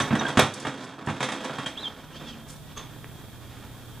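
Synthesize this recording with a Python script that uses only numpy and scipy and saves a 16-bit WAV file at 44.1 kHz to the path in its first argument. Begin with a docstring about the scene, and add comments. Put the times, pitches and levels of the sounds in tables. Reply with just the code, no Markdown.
"""Knocks, clatter and rumble: a plastic lawnmower, motor off, is pulled up a plank ramp into a shed. Its hard
wheels thud on the planks, sill and concrete floor, and each blow shakes its deck (the body). An axle squeaks;
then shoes scuff on the gritty floor and one knocks against something hollow. A distant rumble and hiss lie
behind, sunk under the loud knocks and coming back afterwards; faint low hums swell and fade."""
import sys
import numpy as np
from scipy import signal
from scipy.fft import rfft, irfft
from scipy.io import wavfile
from scipy.ndimage import uniform_filter1d

SR = 44100
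rng = np.random.default_rng(int(sys.argv[2]) if len(sys.argv) > 2 else 0)


def transcribe(u):
    """Save the signal u as a 16-bit wav file named by the first command-line argument.

    u: samples, shape (n,) or (channels, n), limited to [-1, 1]; the rate is SR.
    q: integer samples, one column per channel.
    """
    v = np.clip(np.atleast_2d(u).T, -1, 1)
    q = np.round(v * 32767).astype(np.int16)
    wavfile.write(sys.argv[1], SR, q)


N = 176400
T = np.arange(N) / SR


def amp(db):
    """Turn decibels into a volume multiplier."""
    return 10 ** (np.asarray(db) / 20)


def unit(x):
    """Scale a sound to an average strength (rms) of 1."""
    return x / np.sqrt(np.mean(x ** 2))


def noise():
    """Plain hiss: white noise."""
    return rng.standard_normal(N)


def curve(rows, column=1):
    """Join timed points with straight lines."""
    rows = np.array(rows)
    return np.interp(T, rows[:, 0], rows[:, column])


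def wobble(rate_hz):
    """A smooth random wander, about 1 in size."""
    size = int(SR / rate_hz)
    steps = np.repeat(rng.standard_normal(N // size + 1), size)
    return unit(uniform_filter1d(steps, size)[:N])


def through(x, response):
    """Let every sample of x set off a copy of the response (convolution)."""
    return signal.fftconvolve(x, response)[:N]


def colour(x, tone):
    """Shape a sound by a tone table; white noise keeps its level."""
    size = 4096
    hz, db = np.array(tone).T
    gain = amp(np.interp(np.log(np.fft.rfftfreq(size, 1 / SR) + 1), np.log(hz), db))
    # build the filter so that it rings only after a hit, never before
    cepstrum = irfft(np.log(gain))[:size // 2]
    cepstrum[1:] *= 2
    response = irfft(np.exp(rfft(cepstrum, size)))
    return through(x, response / np.linalg.norm(response))


def keep(x, hz, kind, order=2):
    """Keep the "low" part, the "high" part or one "band" of a sound."""
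    return signal.sosfilt(signal.butter(order, np.minimum(hz, SR / 2 - 1), kind, fs=SR, output="sos"), x)


def pitched_noise(hz, width_hz):
    """Hiss narrowed until it rings around one pitch."""
    return unit(keep(noise(), [hz - width_hz / 2, hz + width_hz / 2], "band", order=1))


def fade(start_s, fade_s):
    """Start suddenly, then die away by 60 dB in fade_s."""
    return (T >= start_s) * np.exp(-np.minimum(np.log(1000) * np.abs(T - start_s) / fade_s, 40))


# tone of the distant rumble and hiss: frequency_hz, level_db
AIR_TONE = [(20, -9), (100, 2), (350, -14), (1000, -24.5), (2900, -31), (3350, -19), (4400, -30),
            (15000, -30)]
# how loud they are over time: time_s, level_db
AIR_LEVEL = [(0, -46), (.45, -71), (1.8, -52.5), (2.7, -47), (4, -47)]
def distant_air():
    """Far-off rumble and hiss sink early on, then come back."""
    return colour(noise(), AIR_TONE) * amp(curve(AIR_LEVEL) + 0.46 * wobble(5.84))


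# faint low hums: start_s, end_s, pitch_hz, fall_hz_per_s, level_db
HUMS = [(2, 3.28, 154, 5, -50.5), (2.59, 4.2, 120, 0, -52.5), (2.08, 2.5, 229, 0, -50.5)]
def low_hums():
    """Low, slightly wavering tones swell and fade."""
    out = 0
    for start, end, hz, fall, db in HUMS:
        swell = np.clip(np.minimum(T - start, end - T) / 0.079, 0, 1)
        pitch = (hz - fall * (T - start)) * (1 + 0.0053 * wobble(12))
        tone = unit(np.sin(2 * np.pi * np.cumsum(pitch) / SR))
        out += amp(db + 2.2 * wobble(7.9)) * swell * tone
    return out


SILL_S, OUTSIDE_DB, INSIDE_DB = 0.94, -12.5, -11
def shed_echo(x):
    """The shed echoes more once the mower is over the sill."""
    tail = keep(noise(), 5550, "low", order=1) * fade(0.008, fade_s=0.32)
    echo_db = np.interp(T, [SILL_S - 0.5, SILL_S + 0.5], [OUTSIDE_DB, INSIDE_DB])
    return through(x * amp(echo_db), tail / np.linalg.norm(tail))


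# shoe scuffs: peak_s, rise_s, fade_s, sole_db, hiss_db
SCUFFS = [(2.505, 0.034, 0.28, -52, -46.5), (2.72, 0.13, 0.19, -51.5, -72), (2.778, 0.018, 0.4, -41, -57),
          (3.55, 0.2, 0.81, -51.5, -66)]
# tone of a rubbing sole: frequency_hz, level_db
SOLE_TONE = [(100, 4), (1180, -3.5), (3400, -3.5), (4500, -11), (6450, -20), (14000, -43)]
# tone of the grit hissing under it: frequency_hz, level_db
HISS_TONE = [(2000, -6), (9300, -2.5), (12000, -17)]
def shoe_scuffs():
    """Soles slide on the gritty shed floor."""
    sole = hiss = 0
    for peak, rise, fade_s, sole_db, hiss_db in SCUFFS:
        slide = np.clip(1 + (T - peak) / rise, 0, 1) * (T < peak) + fade(peak, fade_s)
        sole += amp(sole_db) * slide
        hiss += amp(hiss_db) * slide
    grain = lambda: unit(noise() * amp(2.7 * wobble(300)))
    return colour(grain() * sole, SOLE_TONE) + colour(grain() * hiss, HISS_TONE)


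# notes of something hollow in the shed: pitch_hz, width_hz, level_db
HOLLOW_NOTES = [(1154, 80, -39), (3420, 110, -39), (6370, 140, -43)]
def shoe_bump(peak_s=2.777, rise_s=0.008, fade_s=0.17):
    """A shoe clacks against something hollow, which rattles briefly at its own notes."""
    rattle = sum(amp(db) * pitched_noise(hz, width) for hz, width, db in HOLLOW_NOTES)
    rise = (T < peak_s) * np.exp(-np.abs(T - peak_s) / rise_s)
    return rattle * (rise + fade(peak_s, fade_s))


def rub(hz, waver):
    """Surfaces stick and slip, making a fluttering tone with a weak octave above."""
    phase = 2 * np.pi * np.cumsum(hz * (1 + waver * wobble(400))) / SR
    tone = np.sin(phase) + amp(-31) * np.sin(2 * phase)
    return unit(tone * amp(1.3 * wobble(250)))


# axle squeaks, one list of points each: time_s, pitch_hz, level_db
SQUEAKS = [
    [(1.755, 2150, -51), (1.771, 2950, -50), (1.776, 3250, -31), (1.79, 3720, -41), (1.803, 3960, -45),
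     (1.821, 4060, -44), (1.85, 3420, -32.5), (1.861, 3180, -28), (1.881, 3150, -36.5)],
    [(2.12, 2600, -60), (2.165, 3240, -47), (2.225, 3900, -64), (2.29, 3254, -43.5), (2.32, 3200, -52),
     (2.345, 2400, -53)],
]
# how rough each squeak is: pitch_waver_fraction, scrape_db
SQUEAK_ROUGHNESS = [(0.013, -32), (.023, -4)]
def axle_squeaks():
    """Squeaks rise and fall with the wheel's speed, over a dry scrape."""
    out = 0
    for points, (waver, scrape_db) in zip(SQUEAKS, SQUEAK_ROUGHNESS):
        tone = rub(curve(points), waver)
        scrape = amp(scrape_db) * unit(keep(noise(), [2400, 5400], "band"))
        sounding = (T > points[0][0]) * (T < points[-1][0])
        out += (tone + scrape) * amp(curve(points, column=2)) * sounding
    return out


# chirps of plastic: start_s, length_s, pitch_hz, level_db
CHIRPS = [(0.001, 0.04, 5950, -38), (0.188, 0.011, 6050, -37), (0.189, 0.021, 3710, -33),
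          (0.249, 0.013, 1566, -26), (0.264, 0.0058, 3250, -27.5), (1.657, 0.019, 3180, -29.5)]
def plastic_chirps():
    """Plastic parts rub together for a moment."""
    out = 0
    for start, length, hz, db in CHIRPS:
        swell = np.sin(np.pi * np.clip((T - start) / length, 0, 1))
        out += amp(db) * rub(hz, waver=0.018) * swell
    return out


# echoes of the squeaks: delay_s, level_db
SQUEAK_ECHOES = [(.0037, -6), (0.0151, -10.5)]
def squeak_echoes(squeaks):
    """Squeaks bounce off the floor and the door frame."""
    return sum(amp(db) * np.interp(T - delay, T, squeaks) for delay, db in SQUEAK_ECHOES)


# ticks of small plastic parts: start_s, level_db
TICKS = [(.153, -45.5), (.283, -41), (.538, -38), (.599, -41.5), (0.841, -49.5), (1.063, -48)]
RATTLE_FADE_S = 0.21
def plastic_ticks():
    """Small parts tick: a hard contact, then a brief bright rattle."""
    level = sum(amp(db) * (fade(start, 0.045) + amp(-9.5) * fade(start, RATTLE_FADE_S))
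                for start, db in TICKS)
    return level * unit(keep(noise(), [3500, 9400], "band", order=4))


# sharp clicks: start_s, peak_db, top_hz
CLICKS = [(0.397, -6, 12700), (3.044, -25, 2500)]
def clicks():
    """Hard edges snap together."""
    out = 0
    for start, db, top_hz in CLICKS:
        spike = 1.0 * (np.arange(N) == int(start * SR))
        snap = keep(spike, top_hz, "low", order=6)
        snap = keep(snap, top_hz / 9, "high")
        out += amp(db) * snap / np.abs(snap).max()
    return out


# rolling loudness, set by wheel speed and the ground: time_s, level_db
ROLL_LEVEL = [(0, -34), (.27, -31), (.5, -40), (.76, -42.5), (.82, -38), (.92, -44.5), (1.04, -43),
              (1.13, -37), (1.6, -37), (1.74, -44), (1.81, -39), (1.9, -45.5), (2.09, -48), (2.2, -42),
              (2.6, -54.5), (2.8, -50)]
# how much its treble is turned up or down: time_s, change_db
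ROLL_TREBLE = [(.3, -3), (.57, 4), (.85, 0.5), (1.03, -5.5), (1.2, -0.5)]
# tone of the rolling wheels: frequency_hz, level_db
WHEEL_TONE = [(55, -26.5), (120, 2.5), (190, -1.5), (250, 6.5), (380, -3.5), (1600, -7), (2800, -15),
              (3400, -10.5), (4300, -18), (8500, -27), (15000, -51.5)]
def rolling(hits_per_s=900, treble_hz=2400):
    """Hard wheels run over grain and grit: many tiny hits, each smeared out by the shaking deck."""
    hits = rng.random(N) < hits_per_s / SR
    grit = hits * noise() * amp(1.5 * np.clip(noise(), -2, 2))
    grit *= amp(0.5 * wobble(44.77))  # bumps in the ground
    shudder = noise() * np.sqrt(np.abs(through(grit ** 2, fade(0, 0.077) ** 2)))
    crunch = unit(unit(grit) + amp(7) * unit(shudder))
    roll = colour(crunch * amp(curve(ROLL_LEVEL)), WHEEL_TONE)
    # filter forwards, then backwards, so the treble stays in step
    treble = keep(keep(roll, treble_hz, "high")[::-1], treble_hz, "high")[::-1]
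    return roll + (amp(curve(ROLL_TREBLE)) - 1) * treble


# wheel knocks on planks, sill and concrete: start_s, thud_db, clatter_db, rattle_db
KNOCKS = [(0.001, -26.5, -21.5, -27), (0.107, -23.5, -25.5, -61), (.126, -16.5, -28, -51),
          (0.152, -26, -24, -38), (.21, -47, -24, -55), (0.284, -35, -29.5, -37), (0.372, -16.5, -18, -24),
          (.392, -25, -12.5, -19), (0.421, -25.5, -25, -45), (.65, -32.5, -28, -43.5),
          (0.669, -28, -28, -38), (1.072, -24, -29.5, -48), (1.086, -34.5, -28, -43),
          (1.099, -27.5, -33.5, -41), (1.205, -28, -28, -34.5), (1.228, -34.5, -26, -28.5),
          (1.288, -42, -30.5, -36.5), (1.32, -46, -32.5, -34.5), (1.444, -51, -31.5, -37.5),
          (1.496, -35, -33.5, -74), (1.585, -32, -31.5, -40), (1.661, -40, -34, -35)]
# tone of the ground's thud: frequency_hz, level_db
THUD_TONE = [(50, -25), (100, -3.5), (128, 0.5), (175, -3), (245, 1), (340, -10), (1200, -64)]
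# tone of the deck's clatter: frequency_hz, level_db
CLATTER_TONE = [(120, -26.5), (300, -1.5), (1100, 0.5), (1750, -3), (3800, -17.5), (5000, -49),
                (14000, -51)]
# tone of the loose parts' rattle: frequency_hz, level_db
RATTLE_TONE = [(800, -39.5), (2000, 1), (2950, -8), (3250, -1), (3800, -0.5), (4200, -10), (6400, -11.5),
               (9200, -16), (11500, -32), (15000, -63)]
def wheel_knocks(contact_s=0.004):
    """A hard contact, then a short shudder: the ground thuds, the deck clatters, loose parts rattle."""
    parts = [(THUD_TONE, 0.13, -0.5), (CLATTER_TONE, 0.14, 0), (RATTLE_TONE, RATTLE_FADE_S, 0)]
    contact = amp(-2) ** 2 * np.exp(-T / contact_s)
    out = 0
    for part, (tone, fade_s, gain_db) in enumerate(parts):
        blows = np.zeros(N)
        for start, *levels_db in KNOCKS:
            blows[int(start * SR)] += amp(levels_db[part]) ** 2
        energy = np.abs(through(blows, contact + fade(0, fade_s) ** 2))
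        out += amp(gain_db) * colour(np.sign(noise()) * np.sqrt(energy), tone)
    return out


# low notes under each knock's thud: pitch_hz, level_db, fade_s
BOOM_NOTES = [(126, -2, 0.2), (168, -11, 0.11)]
def hollow_boom():
    """Each wheel blow bends the hollow planks and deck, which swing at their lowest notes."""
    blows = np.zeros(N)
    for start, thud_db, *_ in KNOCKS:
        blows[int(start * SR)] += amp(thud_db)
    blows = keep(blows, 72, "high", order=3)  # the planks are too small to give off deeper bass
    swing = sum(amp(db) * np.sin(2 * np.pi * hz * T) * fade(0, fade_s) for hz, db, fade_s in BOOM_NOTES)
    return through(blows, swing)


# notes of the deck and planks: pitch_hz, level_db, fade_s
DECK_NOTES = [(244.7, -6, 1), (538, -1.5, 0.15), (924, -9, 0.27), (1104, 3, 0.25), (1660, -6, 0.3),
              (3250, 10, 0.057)]
def deck_ring(shaking):
    """Once struck, the deck and planks ring on at their own notes."""
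    ring = sum(amp(db) * np.cos(2 * np.pi * hz * T) * fade(0, fade_s) / fade_s
               for hz, db, fade_s in DECK_NOTES)
    return through(shaking, ring) * 2 * np.log(1000) / SR


def mower(concrete_s=1.18):
    """Knocks and rolling shake the deck; on concrete the planks' boom is gone and the wheel hubs ring."""
    shaking = wheel_knocks() + rolling()
    body = shaking + amp(-8.5) * deck_ring(shaking) + hollow_boom() + plastic_ticks()
    thin_body = keep(body, 146, "high")
    hubs = pitched_noise(3180, width_hz=36) * amp(curve(ROLL_LEVEL) - 14)
    on_concrete = np.clip((T - concrete_s) / 0.06, 0, 1)
    return (1 - on_concrete) * body + on_concrete * (thin_body + hubs)


def scene(right_db=2.5):
    """Everything sits a little to the right; of the nearby sounds, only the treble spreads wide."""
    squeaks = axle_squeaks() + plastic_chirps()
    squeaks += squeak_echoes(squeaks)
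    near = mower() + clicks() + shoe_scuffs() + shoe_bump()
    near += squeaks + shed_echo(near + amp(-5) * squeaks)
    scatter = noise() * fade(0.0013, 0.0097)
    scattered = through(near, scatter / np.linalg.norm(scatter))
    near_width = amp(-3.5) * keep(scattered, 5300, "high", order=4)
    behind = low_hums() + distant_air()
    far_width = amp(-3) * (keep(distant_air(), 2800, "high", order=1) + amp(-1.5) * distant_air())
    sides = np.array([[1], [-1]])  # left, right
    return (near + behind + sides * (near_width + far_width)) * amp(-sides * right_db / 2)


def record(dry, spacing_hz=1025, width_hz=110, top_hz=15400):
    """Cut a row of narrow gaps in the treble, round off the loudest peak and remove the highest hiss."""
    for gap_hz in spacing_hz * np.arange(2, 7):
        dry = signal.lfilter(*signal.iirnotch(gap_hz, gap_hz / width_hz, fs=SR), dry)
    return signal.sosfilt(signal.ellip(10, 0.2, 80, top_hz, fs=SR, output="sos"), np.tanh(dry))


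dry = scene()
out = record(dry)
transcribe(out)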